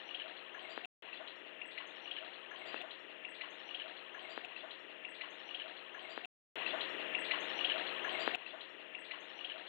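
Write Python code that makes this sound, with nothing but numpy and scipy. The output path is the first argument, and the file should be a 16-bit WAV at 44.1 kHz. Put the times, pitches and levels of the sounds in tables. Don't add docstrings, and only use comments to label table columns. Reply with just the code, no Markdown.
import sys
import numpy as np
from scipy import signal
from scipy.fft import rfft, irfft, next_fast_len
from scipy.io import wavfile
from scipy.ndimage import map_coordinates

SR = 44100
rng = np.random.default_rng(int(sys.argv[2]) if len(sys.argv) > 2 else 0)


def store_wav(level_fs):
    pcm = np.round(np.clip(np.atleast_2d(level_fs), -1, 1) * 32767)
    wavfile.write(sys.argv[1], SR, pcm.T.astype(np.int16))


N = 426888

LOOP_START_S, LOOP_LENGTH_S = 6.5567, 1.8
SIZE = round(LOOP_LENGTH_S * SR)
TIME = LOOP_START_S + np.arange(SIZE) / SR

# start in seconds, gain in dB.
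LOOP_PASSES = [(-.9433, -9.5), (1.0233, -9.5), (2.6567, -9.5), (4.4567, -9.5), (6.5567, 0), (8.3567, -9.5)]
# pitch in Hz, level in dB.
HUM_TONES = [(120, -82), (180, -75), (297, -66.5), (360, -61.5), (420, -71.5), (540, -63), (628, -61.5),
             (948, -68.5), (1002, -81.5), (1620, -69.5), (1920, -61.5), (2818, -59.5)]
# frequency in Hz, level in dB.
WASH_EQ = [(90, -65.5), (150, -37.5), (200, -17.5), (310, -10), (480, -5.5), (660, -1), (900, -8.5),
           (1500, -8.5), (1850, -1), (2400, -5), (2950, -7), (3700, -11.5), (4250, -15), (4450, -47),
           (4900, -25.5)]
# centre in Hz, width in Hz, gain in dB.
TANK_RESONANCES = [(649, 63, -0.5), (1765, 73, 5), (2010, 150, 2.5), (2730, 25, 7), (2854, 8.7, 11.5),
                   (3045, 110, 4), (3418, 19, 9.5), (4100, 270, 4), (4620, 23, 8.5)]
# start in seconds, pitch in Hz, level in dB, attack in seconds.
SPRAY_TINKLES = [(6.745, 6940, -80.5, 0.015), (6.892, 5510, -75, .004), (6.9, 6870, -83.5, 0.0028),
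                 (7.191, 7940, -65.5, 0.0016), (7.4, 6480, -67, .002), (7.403, 7500, -75, 0.0014),
                 (7.48, 5400, -73.5, 0.017), (7.539, 5770, -67.5, .043), (7.927, 8450, -84.5, 0.0038),
                 (8.04, 6210, -69.5, .002), (8.122, 7860, -75, 0.0013), (8.189, 7330, -67.5, 0.015),
                 (8.19, 4670, -54, 0.034), (8.343, 7200, -64.5, 0.011)]
# time in seconds, then pitch in Hz, level in dB and decay time in seconds
PLOP_HIT = (8.27745, 1690, -22, .00039, 520, -15.5, .00055)
# time of the peak in seconds, pitch in Hz, level in dB.
SURFACE_SMACKS = [(6.809, 2950, -28.5), (7.1496, 2340, -26.5), (7.3124, 2340, -22), (7.6472, 2980, -21.5),
                  (7.6999, 3020, -24.5), (8.3487, 2660, -22)]
# time of the peak in seconds, pitch in Hz, level in dB.
RINGING_DROPS = [(6.6653, 2660, -30.5), (6.7077, 3480, -36), (6.7424, 635, -37.5), (6.8137, 3960, -31),
                 (6.8796, 1800, -42), (7.1528, 2734, -27.5), (7.3132, 1957, -30), (7.3245, 4050, -40),
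                 (7.3406, 1081, -42.5), (7.4422, 3590, -40.5), (7.5022, 2990, -37.5), (7.5917, 2880, -33.5),
                 (7.6122, 2826, -30.5), (7.651, 3176, -26.5), (7.707, 2910, -33.5), (7.7207, 2970, -31),
                 (7.752, 645, -40), (8.0499, 1680, -34.5), (8.0823, 1040, -41.5), (8.0941, 3130, -35.5),
                 (8.1523, 2144, -34), (8.1975, 638, -42.5), (8.3476, 718, -39.5)]
# start in seconds, centre pitch in Hz, level in dB.
SPLASH_BURSTS = [(6.603, 2100, -48), (6.666, 3900, -45.5), (6.736, 920, -44.5), (6.807, 3700, -45.5),
                 (6.993, 4400, -54.5), (7.242, 3600, -45), (7.31, 2900, -41.5), (7.331, 1370, -43),
                 (7.439, 3500, -56), (7.498, 3900, -53), (7.592, 3170, -48), (7.646, 3190, -44.5),
                 (7.698, 2700, -42), (7.749, 805, -44.5), (7.777, 4000, -48), (7.862, 3600, -47),
                 (8.042, 1310, -44.5), (8.092, 3300, -45), (8.187, 700, -50), (8.19, 4000, -51.5),
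                 (8.255, 3820, -46)]
# time in seconds, level in dB.
FLOW_CURVE = [(6.74, -51), (7.164, -56.5), (7.572, -49.5), (8.024, -52), (8.2, -46.5), (8.33, -49.5)]
# low edge in Hz, high edge in Hz, level in dB,
# dB gained per dB of flow, level of the near bubbles against their echoes in dB.
BUBBLE_BANDS = [(593.6, 900, -55.5, .6, -7.5), (899, 1597, -54, 0.5, -9), (1600, 2700, -51.5, 0.03, -6),
                (2387, 3500, -49.5, 0.19, -7), (3306, 6600, -62.5, 1.73, -4)]


def amp(db):
    return 10 ** (np.asarray(db) / 20)


def unit(x):
    return x / np.sqrt(np.mean(x ** 2) + 1e-20)


def filtered(x, response):
    m = next_fast_len(x.shape[-1] + 8192)
    return irfft(rfft(x, m) * response(np.fft.rfftfreq(m, 1 / SR)), m)[..., :x.shape[-1]]


def below(hz, edge_hz, order):
    return 1 / np.sqrt(1 + (hz / edge_hz) ** (2 * order))


def between(hz, lo, hi, order):
    return below(hz, hi, order) * below(lo, hz + 1, order)


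def wobble(rate):
    return map_coordinates(rng.standard_normal(256), [np.arange(SIZE) * rate / SR], mode="wrap")


def room(x, t60):
    t = np.arange(SR // 3) / SR
    tail = rng.standard_normal(len(t)) * amp(-60 * t / t60) * (1 - np.exp(-t / 0.0038))
    return signal.fftconvolve(x, tail / np.linalg.norm(tail))[:SIZE]


def tank(hz):
    eq_hz, eq_db = np.transpose(WASH_EQ)
    wash_db = np.interp(np.log(hz + 1), np.log(eq_hz + 1), eq_db)
    resonance_db = sum(db / (1 + (2 * (hz - centre) / width) ** 2)
                       for centre, width, db in TANK_RESONANCES)
    return amp(wash_db + resonance_db)


def pump():
    churn = filtered(rng.standard_normal(SIZE), lambda hz: tank(hz) * between(hz, 185, 523, order=14))
    hum = np.zeros(SIZE)
    for pitch, db in HUM_TONES:
        level = amp(db + wobble(3.7)) * np.sqrt(2)
        phase_drift = pitch / 2500 * wobble(2.9)
        hum += level * np.sin(2 * np.pi * pitch * TIME + phase_drift)
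    hiss = filtered(rng.standard_normal(SIZE), lambda hz: below(hz, 7000, order=1))
    return amp(-56) * unit(churn) + hum + amp(-76.5) * hiss


def thin_ring(pitch, half_width_hz):
    noise = rng.standard_normal(SIZE)
    return unit(filtered(noise, lambda hz: 1 / (1 + ((hz - pitch) / half_width_hz) ** 2)))


def tinkles(t60=0.26):
    out = np.zeros(SIZE)
    for start, pitch, db, attack in SPRAY_TINKLES:
        age = np.maximum(TIME - start, 0)
        envelope = np.minimum(age / attack, 1) * amp(db - 60 * np.maximum(age - attack, 0) / t60)
        out += envelope * thin_ring(pitch, half_width_hz=.015 * pitch)
    return out


def plop():
    hit_s, snap_hz, snap_db, snap_decay, thud_hz, thud_db, thud_decay = PLOP_HIT
    t = TIME - hit_s
    snap = amp(snap_db) * np.exp(-(t / snap_decay) ** 2) * np.sin(2 * np.pi * snap_hz * t)
    age = np.maximum(t, 0)
    thud = amp(thud_db) * np.exp(-age / thud_decay) * np.sin(2 * np.pi * thud_hz * age)
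    thud = signal.sosfilt(signal.butter(2, 220, "highpass", fs=SR, output="sos"), thud)
    return filtered(snap + thud, lambda hz: between(hz, 230, 2600, order=12))


def spatter(t, pitch, decay_s):
    burst = rng.standard_normal(SIZE) * np.exp(-np.abs(t) / decay_s)
    return filtered(burst, lambda hz: between(hz, pitch / 1.4, pitch * 1.4, order=6))


def smacks(click_s=.0007):
    hits = np.zeros(SIZE)
    for peak_s, pitch, db in SURFACE_SMACKS:
        t = TIME - peak_s
        click = np.exp(-(t / click_s) ** 2) * np.sin(2 * np.pi * pitch * t)
        hits += amp(db - 2.5) * (click + amp(-2.5) * spatter(t, pitch, decay_s=.0025))
    return filtered(hits + amp(-8) * room(hits, t60=0.22), lambda hz: below(hz, 3750, order=20))


def bubble(t, hz, swell, glide):
    age = np.clip(t / swell + 2, 0, 24)
    envelope = (age / 2) ** 2 * np.exp(2 - age)
    return envelope * np.sin(2 * np.pi * hz * (t + glide * swell * np.logaddexp(age - 2, 2 - age)))


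def drops(swell_cycles=4.66):
    out = np.zeros(SIZE)
    for peak_s, pitch, db in RINGING_DROPS:
        t = TIME - peak_s
        spatter_db = -7.5 - np.log2(pitch / 3000)
        splash = amp(spatter_db) * spatter(t, pitch, decay_s=0.0034)
        ring = bubble(t, pitch, swell_cycles / pitch, glide=0.032)
        plink = amp(db - 2.26) * (ring + splash)
        out += plink + amp(-6) * room(plink, t60=0.32)
    return filtered(out, lambda hz: below(hz, 3960, order=24))


def surge(hz, attack_s=0.0057, t60=0.28):
    power = np.zeros(SIZE)
    for start, pitch, db in SPLASH_BURSTS:
        age = np.maximum(TIME - start, 0)
        level_db = db - 14 * np.log2(hz / pitch) ** 2 - 60 * age / t60
        power += (amp(level_db) * np.minimum(age / attack_s, 1)) ** 2
    return power


def bubble_cloud(count, swell_cycles, scatter_db):
    start, pitch, softness = rng.random((count, 3)).T[:, :, None]
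    hz = 250 + 4600 * pitch
    swell = np.minimum(swell_cycles / hz, .003)
    offsets = np.arange(SR // 50)
    tones = bubble(offsets / SR - 2 * swell, hz, swell, glide=0.036) / np.sqrt(swell)
    gain = amp(-scatter_db * np.log(np.maximum(softness, .02)))
    positions = (start * SIZE).astype(int) + offsets
    return unit(np.bincount(positions.ravel(), (gain * tones).ravel(), SIZE)[:SIZE])


def stream(fine_onset_db=-51.5, fizz_hz=4480):
    flow_db = np.interp(TIME, *np.transpose(FLOW_CURVE))
    flow_db -= flow_db.mean()
    water = np.zeros(SIZE)
    for lo, hi, db, follows, near_db in BUBBLE_BANDS:
        echoes = rng.standard_normal(SIZE)
        near = amp(near_db) * bubble_cloud(count=1600, swell_cycles=2.778, scatter_db=2.5)
        band = filtered(echoes + near, lambda hz: tank(hz) * between(hz, lo, hi, order=16))
        level = np.sqrt(amp(db + follows * flow_db) ** 2 + surge(np.sqrt(lo * hi)))
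        water += level * unit(band)
    spray_level = level
    fine_share = 1 / (1 + (amp(fine_onset_db) / spray_level) ** 4)
    dull = filtered(water, lambda hz: below(hz, 4580, order=24))
    fizz = amp(-20) * np.sqrt(surge(fizz_hz)) * thin_ring(fizz_hz, half_width_hz=170)
    return filtered(dull + fine_share * (water - dull) + fizz, lambda hz: below(hz, 4760, order=36))


def scene():
    loop = stream() + drops() + smacks() + tinkles() + plop() + pump()
    left = np.zeros(N)
    for start, db in LOOP_PASSES:
        playhead = np.arange(N) - round(start * SR)
        left += amp(db) * np.interp(playhead, np.arange(SIZE), loop, left=0, right=0)
    return np.array([amp(6) * left, np.zeros(N)])


def record(dry):
    return filtered(dry, lambda hz: below(hz, 15750, order=60))


dry = scene()
out = record(dry)
store_wav(out)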